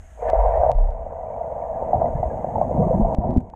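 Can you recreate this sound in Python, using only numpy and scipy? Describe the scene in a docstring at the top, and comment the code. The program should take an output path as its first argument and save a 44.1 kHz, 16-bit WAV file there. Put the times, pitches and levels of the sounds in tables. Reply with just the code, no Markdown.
"""In a pool, a swimmer dives in and glides up to a sealed case on the bottom; all is heard inside the case.
The plunge tears in air: big pockets throb as decaying sines, clouds of random clicks gurgle through the
case's boxy resonance. Single bubbles plop, chirp and glug as short swelling tones. Shaped noise and clicks
rumble and wash. Hands bump, scuff and knock the case; at some dry ticks the background level drops
abruptly and creeps back."""
import sys
import numpy as np
from scipy import signal
from scipy.fft import rfft, irfft
from scipy.io import wavfile
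from scipy.ndimage import uniform_filter1d, minimum_filter1d

SR = 44100
rng = np.random.default_rng(int(sys.argv[2]) if len(sys.argv) > 2 else 0)


def transcribe(signal):
    """Save signal, clipped to [-1, 1], as a 16-bit WAV file at the path in sys.argv[1]."""
    frames = np.atleast_2d(signal).T
    limited = np.clip(frames, -1, 1)
    pcm = np.round(limited * 32767).astype(np.int16)
    wavfile.write(sys.argv[1], SR, pcm)


N = 156555
TIME = np.arange(N) / SR

# boxy resonance of the case: freq_hz, relative_db
CASE_COLOUR = [(200, -48), (310, -39.5), (375, -31), (455, -9), (520, -5.5), (565, -5.5), (650, 2),
               (715, -2), (785, -5.5), (845, -13.5), (915, -8.5), (990, -14), (1100, -28), (1175, -26),
               (1300, -38.5), (3000, -69.5), (6000, -87.5)]
# spectrum of the finest bubbles: freq_hz, relative_db
FIZZ_COLOUR = [(600, -19.5), (1100, 2), (1400, 2.5), (2000, 3.5), (2600, -10), (3500, -21.5), (5000, -33),
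               (9000, -45)]
# dry ticks, some with a sudden drop of the background: start_s, peak_db, background_drop_db (nominal)
TICKS = [(.3006, -23, 5.5), (.7167, -22.5, 10.5), (.7486, -46, 0), (.7785, -51, 0), (.9086, -44, 0),
         (3.021, -48, 2), (3.085, -50, 0), (3.1487, -25, 10), (3.3087, -38.5, 0), (3.3406, -43, 0),
         (3.3727, -32.5, 0), (3.3808, -41, 5), (3.5006, -41, 4)]


def from_db(db):
    """Decibels to gain."""
    return 10 ** (np.asarray(db) / 20)


def rms_one(x):
    """Scale to rms 1."""
    return x / np.sqrt(np.mean(x ** 2) + 1e-20)


def level(rows):
    """Gain over time from (time_s, level_db) points."""
    return from_db(np.interp(TIME, *np.transpose(rows)))


def since(start_s):
    """Seconds since an event, zero before it."""
    return np.maximum(TIME - start_s, 0)


def coloured(x, colour):
    """Minimum-phase filter through (freq_hz, db) points, by folding the cepstrum."""
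    size = 16384
    freq_hz, db = np.transpose(colour)
    grid_hz = np.maximum(np.fft.rfftfreq(size, 1 / SR), 1)
    magnitude = from_db(np.interp(np.log(grid_hz), np.log(freq_hz), db))
    cepstrum = irfft(np.log(magnitude))
    cepstrum[1:size // 2] *= 2
    cepstrum[size // 2 + 1:] = 0
    impulse_response = irfft(np.exp(rfft(cepstrum)))[:size // 2]
    return signal.fftconvolve(x, impulse_response)[:len(x)]


def steady(x, window_s):
    """Even out slow swings, keep the fine grain; rms 1."""
    window = max(int(window_s * SR), 2)
    power = np.abs(uniform_filter1d(x ** 2, window))
    return rms_one(x / np.sqrt(power + 1e-12))


def noise(colour):
    """Coloured noise with a 1 s run-in discarded; rms 1."""
    return rms_one(coloured(rng.standard_normal(N + SR), colour)[SR:])


def grains(per_s, spread_db):
    """Random clicks of random sign; sizes are exponential in dB, capped at 4 spreads."""
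    sizes = from_db(spread_db * np.minimum(rng.exponential(1, N), 4))
    signs = rng.choice([-1, 1], N)
    return sizes * signs * (rng.random(N) < per_s / SR)


def bubble(start_s, peak_db, pitch_hz, swell_s, rise=0.0):
    """A tone that swells and dies; pitch climbs from below to above pitch_hz by up to the share `rise`."""
    age = np.minimum(since(start_s) / swell_s, 20)
    envelope = (age * np.exp(1 - age)) ** 2
    moving_hz = pitch_hz * (1 + rise * np.tanh(age / 2 - 1))
    phase = 2 * np.pi * np.cumsum(moving_hz * (age > 0)) / SR
    return from_db(peak_db) * envelope * np.sin(phase)


def rumble():
    """Water pushed by the swimmer rumbles: steadied low noise."""
    # time_s, level_db
    rumble_levels = [(0, -40), (.15, -49.5), (.32, -26), (.5, -21), (.62, -20.5), (.71, -24.5), (.8, -13),
                     (1.1, -27), (1.6, -35), (1.85, -30), (2.0, -26.5), (2.25, -22.5), (2.45, -40),
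                     (2.65, -32), (2.85, -23), (3.1, -31), (3.3, -19), (3.55, -28.5)]
    # freq_hz, relative_db
    rumble_colour = [(10, -15), (24, 3.5), (45, 3), (68, 5.5), (100, -11.5), (170, -24.5), (400, -83.5)]
    return steady(noise(rumble_colour), window_s=0.21) * level(rumble_levels)


def hum():
    """A faint sine of wavering pitch, perhaps the pool's pump."""
    centre_hz, peak_db, wander_rms_share = 54, -43, .05
    slow_colour = [(1, 0), (6, 0), (30, -40), (200, -89.5)]
    wander = rms_one(coloured(rng.standard_normal(N), slow_colour))
    pitch_hz = centre_hz * (1 + wander_rms_share * wander)
    return from_db(peak_db) * np.sin(2 * np.pi * np.cumsum(pitch_hz) / SR)


def hiss():
    """A thin, constant coloured noise."""
    # freq_hz, relative_db
    hiss_colour = [(1000, 0), (3000, -2), (4500, -16.5), (5800, -9), (6200, -4), (6480, 7), (6900, 0),
                   (9000, -5.5), (10500, -13), (12500, -10.5), (14000, -25.5)]
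    return from_db(-63.5) * noise(hiss_colour)


def wash():
    """Water breaks into lumpy eddies round the case: sparse low-passed grains."""
    # time_s, level_db
    wash_levels = [(0, -58), (.19, -62), (.3, -45), (.5, -49.5), (.72, -39), (.93, -37.5), (1.35, -35),
                   (1.72, -37.5), (1.96, -24.5), (2.2, -31.5), (2.47, -29), (2.83, -20.5), (3.1, -23.5),
                   (3.3, -9.5), (3.55, -31)]
    # freq_hz, relative_db
    wash_colour = [(40, -19), (85, 1), (130, -0.5), (190, -2), (245, -2.5), (300, -13.5), (345, -7.5),
                   (400, -12.5), (480, -15.5), (700, -30.5), (1500, -77)]
    eddies = coloured(grains(per_s=320, spread_db=2.5), wash_colour)
    return steady(eddies, window_s=0.36) * level(wash_levels)


def tinkle():
    """Small bubbles ring for many cycles, each size a resonator at its own pitch; rms 1."""
    pitches_hz = np.geomspace(1300, 3300, num=28)
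    t60_cycles = 210
    clicks = grains(per_s=260, spread_db=3.5)
    dealt = rng.integers(0, len(pitches_hz), N)
    ringing = np.zeros(N)
    for k, hz in enumerate(pitches_hz):
        radius = from_db(-60 * hz / (t60_cycles * SR))
        angle = 2 * np.pi * hz / SR
        feedback = [1, -2 * radius * np.cos(angle), radius * radius]
        own_clicks = clicks * (dealt == k) + 1e-18  # offset avoids denormals
        ringing += signal.lfilter([0, np.sin(angle)], feedback, own_clicks)
    return steady(coloured(ringing, FIZZ_COLOUR), window_s=.25)


def bubble_cloud():
    """Countless small bursts ring the case; the finest add a fizz and a tinkle."""
    # time_s, level_db
    gurgle_levels = [(0, -58), (.15, -57), (.185, -44), (.22, -28), (.29, -20.5), (.4, -14.5), (.55, -15.5),
                     (.69, -15), (.76, -17.5), (.95, -21.5), (1.4, -20), (1.9, -19.5), (2.05, -19),
                     (2.13, -23), (2.4, -24.5), (2.68, -25), (2.9, -19), (2.98, -23.5), (3.06, -18.5),
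                     (3.17, -20.5), (3.24, -10.5), (3.33, -16.5), (3.43, -26.5), (3.55, -30)]
    # time_s, level_db (fizz and tinkle together)
    fizz_levels = [(0, -65), (.18, -65.5), (.22, -54), (.27, -50.5), (.29, -38.5), (.315, -48), (.39, -44),
                   (.7, -49.5), (1.2, -54), (2.2, -54.5), (3.1, -60), (3.3, -50), (3.45, -60.5),
                   (3.55, -51)]
    gurgle = steady(coloured(grains(per_s=2000, spread_db=2.5), CASE_COLOUR), window_s=0.086)
    fizz = steady(coloured(grains(per_s=3000, spread_db=1), FIZZ_COLOUR), window_s=0.3)
    fine = from_db(-1.5) * fizz + from_db(-2.5) * tinkle()
    return gurgle * level(gurgle_levels) + fine * level(fizz_levels)


def plops():
    """Single bubbles burst, each with a faint crackle and a short wash of echoes from the pool."""
    # start_s, peak_db, pitch_hz, swell_s
    bursts = [(0.192, -29.5, 623, 0.002), (0.222, -21.0, 481, 0.0074), (0.288, -12, 605, 0.0022),
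              (0.332, -5, 618, 0.002), (0.347, -16, 760.0, 0.002), (0.46, -13.5, 680, 0.0038),
              (0.573, -9, 655, 0.0028), (0.634, -1, 685, 0.0024), (0.662, -13, 634, 0.0048),
              (0.695, -8, 702, 0.0025), (0.807, -22, 640, 0.0022), (1.408, -21.5, 673, 0.0089),
              (1.824, -13, 580, 0.0026), (1.931, -6.5, 738, 0.003), (1.941, -13.5, 740, 0.0062),
              (2.009, -14.5, 651, 0.0086), (2.017, -11.5, 643, 0.0014), (2.039, -12.5, 705, 0.0041),
              (2.056, -14.5, 684.5, 0.0089), (2.228, -9.0, 710, 0.0044), (2.308, -23.5, 510, 0.0055),
              (2.444, -14.5, 660, 0.0019), (2.503, -26, 848, 0.0045), (2.556, -14.5, 874, 0.0041),
              (2.581, -11, 705, 0.0023), (2.613, -6.5, 709, 0.0026), (2.618, -32, 1057, 0.008),
              (2.709, -16.5, 567, 0.0037), (2.774, -13, 644, 0.0024), (2.795, -16, 481, 0.0094),
              (2.825, -16.5, 611, 0.0055), (2.906, -11.0, 522, 0.0059), (2.946, -20, 690, 0.003),
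              (3.042, -16.5, 695, 0.0078), (3.135, -17.5, 720, 0.0021)]
    # freq_hz, relative_db
    crackle_colour = [(800, -8), (2000, 2), (3000, -5), (5000, -8), (7000, -12), (13000, -23)]
    echo_db, echo_t60_s = -15, 0.14  # level relative to the burst
    crackle_db, crackle_t60_s = -59.5, 0.078

    def tails(t60_s):
        """Summed exponential decays, one from each burst."""
        return sum((TIME > s) * from_db(db - 60 * since(s) / t60_s) for s, db, _, _ in bursts)

    direct = sum(bubble(*row, rise=0.013) for row in bursts)
    white = rng.standard_normal(N)
    echoes = coloured(white * tails(echo_t60_s), CASE_COLOUR) / coloured(white, CASE_COLOUR).std()
    spray = rms_one(coloured(grains(per_s=3300, spread_db=2.5), crackle_colour))
    crackle = from_db(crackle_db) * tails(crackle_t60_s) * spray
    return direct + crackle + from_db(echo_db) * echoes


def ticks():
    """Dry ticks, some with a sudden drop of the background level: filtered impulses."""
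    # freq_hz, relative_db
    tick_colour = [(100, 0), (1000, 0), (2000, -2), (4000, -8), (7000, -13), (10000, -21), (13000, -31)]
    clicks = np.zeros(N)
    for start_s, peak_db, _ in TICKS:
        clicks[min(int(start_s * SR), N - 1)] = from_db(peak_db)
    filter_peak = np.abs(coloured(signal.unit_impulse(SR), tick_colour)).max()
    return coloured(clicks, tick_colour) / filter_peak


def level_drops():
    """Background gain: drops abruptly at the ticks that have a drop depth, and creeps back exponentially."""
    fall_s, recovery_s = .002, 1.63  # time constants
    drop_db = 0
    for start_s, _, depth_db in TICKS:
        age_s = since(start_s)
        drop_db = drop_db + depth_db * np.tanh(age_s / fall_s) ** 2 * np.exp(-age_s / recovery_s)
    return from_db(-drop_db)


def air_pockets():
    """Big pockets of air throb: low sines that swell, hold and decay."""
    # start_s, peak_db, pitch_hz, swell_s, hold_s, t60_s
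    pockets = [(.355, -14, 47.55, .025, .05, 0.43), (0.637, -32.5, 124.9, 0.024, .09, 0.094),
               (.748, -10.5, 33.27, .018, .07, 0.42), (2.237, -25, 68, .012, .025, .12),
               (3.016, -10, 35.9, .012, .005, 0.18)]
    out = np.zeros(N)
    for start_s, peak_db, pitch_hz, swell_s, hold_s, t60_s in pockets:
        attack = np.sin(np.pi / 2 * np.minimum(since(start_s) / swell_s, 1))
        decay = from_db(peak_db - 60 * since(start_s + swell_s + hold_s) / t60_s)
        out -= attack * decay * np.sin(2 * np.pi * pitch_hz * since(start_s))
    return out


def chirps():
    """Small bubbles ring clearly, rising slightly in pitch."""
    # start_s, peak_db, pitch_hz, swell_s
    small_bubbles = [(1.159, -58.5, 1980, 0.0064), (1.335, -56.5, 2280, 0.0042),
                     (1.616, -53.5, 2210, 0.0037), (1.739, -50.5, 1680, .005), (2.053, -50, 2006, .006),
                     (2.165, -54, 1704, 0.0049), (2.233, -49, 2015, 0.0047), (2.301, -49.5, 1630, 0.0068),
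                     (2.44, -52.5, 1630, 0.0047), (2.61, -55, 2240, 0.0043), (2.825, -36, 1158, .01)]
    return sum(bubble(*row, rise=0.013) for row in small_bubbles)


def glugs():
    """Large bubbles close by glug upward in pitch."""
    # start_s, peak_db, pitch_hz, swell_s
    large_bubbles = [(1.952, -18.0, 122.0, 0.0084), (1.976, -21, 100.0, 0.01), (2.032, -23, 157.0, 0.005),
                     (2.149, -17, 134.0, 0.0075), (2.195, -18, 107.0, 0.0067), (2.566, -24, 102.0, 0.0066),
                     (2.785, -12.5, 187.0, 0.01), (2.814, -12.5, 150.0, 0.0062),
                     (2.859, -15.0, 179.0, 0.0078), (2.867, -18.5, 363, 0.0037),
                     (2.899, -18.5, 133, 0.0046), (2.94, -12.5, 187.0, 0.0091),
                     (2.993, -10.5, 210.0, 0.0066), (3.007, -16, 215.0, 0.01)]
    return sum(bubble(*row, rise=0.037) for row in large_bubbles)


def scuffs():
    """Skin slips briefly on the case: noise under a swelling and dying pressure."""
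    # start_s, peak_db (of the rms), swell_s
    slips = [(3.139, -54, .0015), (3.361, -60.5, .002), (3.377, -50.5, .002), (3.388, -71, .005),
             (3.403, -57.5, .002)]
    # freq_hz, relative_db
    scuff_colour = [(500, -8), (1500, 2.5), (3000, -12.5), (5000, -20.5), (7000, -13), (10000, -21),
                    (13000, -25)]
    pressure = np.zeros(N)
    for start_s, peak_db, swell_s in slips:
        age = since(start_s) / swell_s
        pressure += from_db(peak_db) * age * np.exp(1 - age)
    return pressure * noise(scuff_colour)


def bumps():
    """Hands bump the case: decaying sines softened by a low-pass."""
    # start_s, level_db (initial, ahead of the low-pass), pitch_hz, t60_s
    hits = [(3.1853, -6, 65, 0.057), (3.1847, -4.5, 174, 0.025), (3.363, -9, 247.6, 0.11),
            (3.3637, -19, 373, .06), (3.373, -0.5, 80, 0.036), (3.378, -1.5, 171, 0.02)]
    thuds = np.zeros(N)
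    for start_s, level_db, pitch_hz, t60_s in hits:
        age_s = since(start_s)
        thuds += from_db(level_db - 60 * age_s / t60_s) * np.sin(2 * np.pi * pitch_hz * age_s)
    soft = signal.butter(2, 420, fs=SR, output="sos")
    return -signal.sosfilt(soft, thuds + 1e-18)  # offset avoids denormals


def knock():
    """A fingertip knocks on the case: one short swelling tone."""
    return bubble(start_s=3.5362, peak_db=-27, pitch_hz=850, swell_s=.0022)


def scene():
    """Water, bubbles, hum and hiss drop at some ticks; near events keep their level."""
    background = rumble() + hum() + hiss() + wash() + bubble_cloud()
    near = plops() + ticks() + air_pockets() + chirps() + glugs() + scuffs() + bumps() + knock()
    return (background * level_drops() + near)[None]


def record(dry):
    """A look-ahead limiter holds the peaks down, then a steep low-pass cuts the top."""
    peak_limit, cutoff_hz = .56, 14000
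    span = int(.006 * SR)
    needed_gain = np.minimum(1, peak_limit / (np.abs(dry) + 1e-9))
    gain = uniform_filter1d(minimum_filter1d(needed_gain, span), span)
    low_pass = signal.cheby2(12, 70, cutoff_hz, fs=SR, output="sos")
    return signal.sosfilt(low_pass, dry * gain)


dry = scene()
out = record(dry)
transcribe(out)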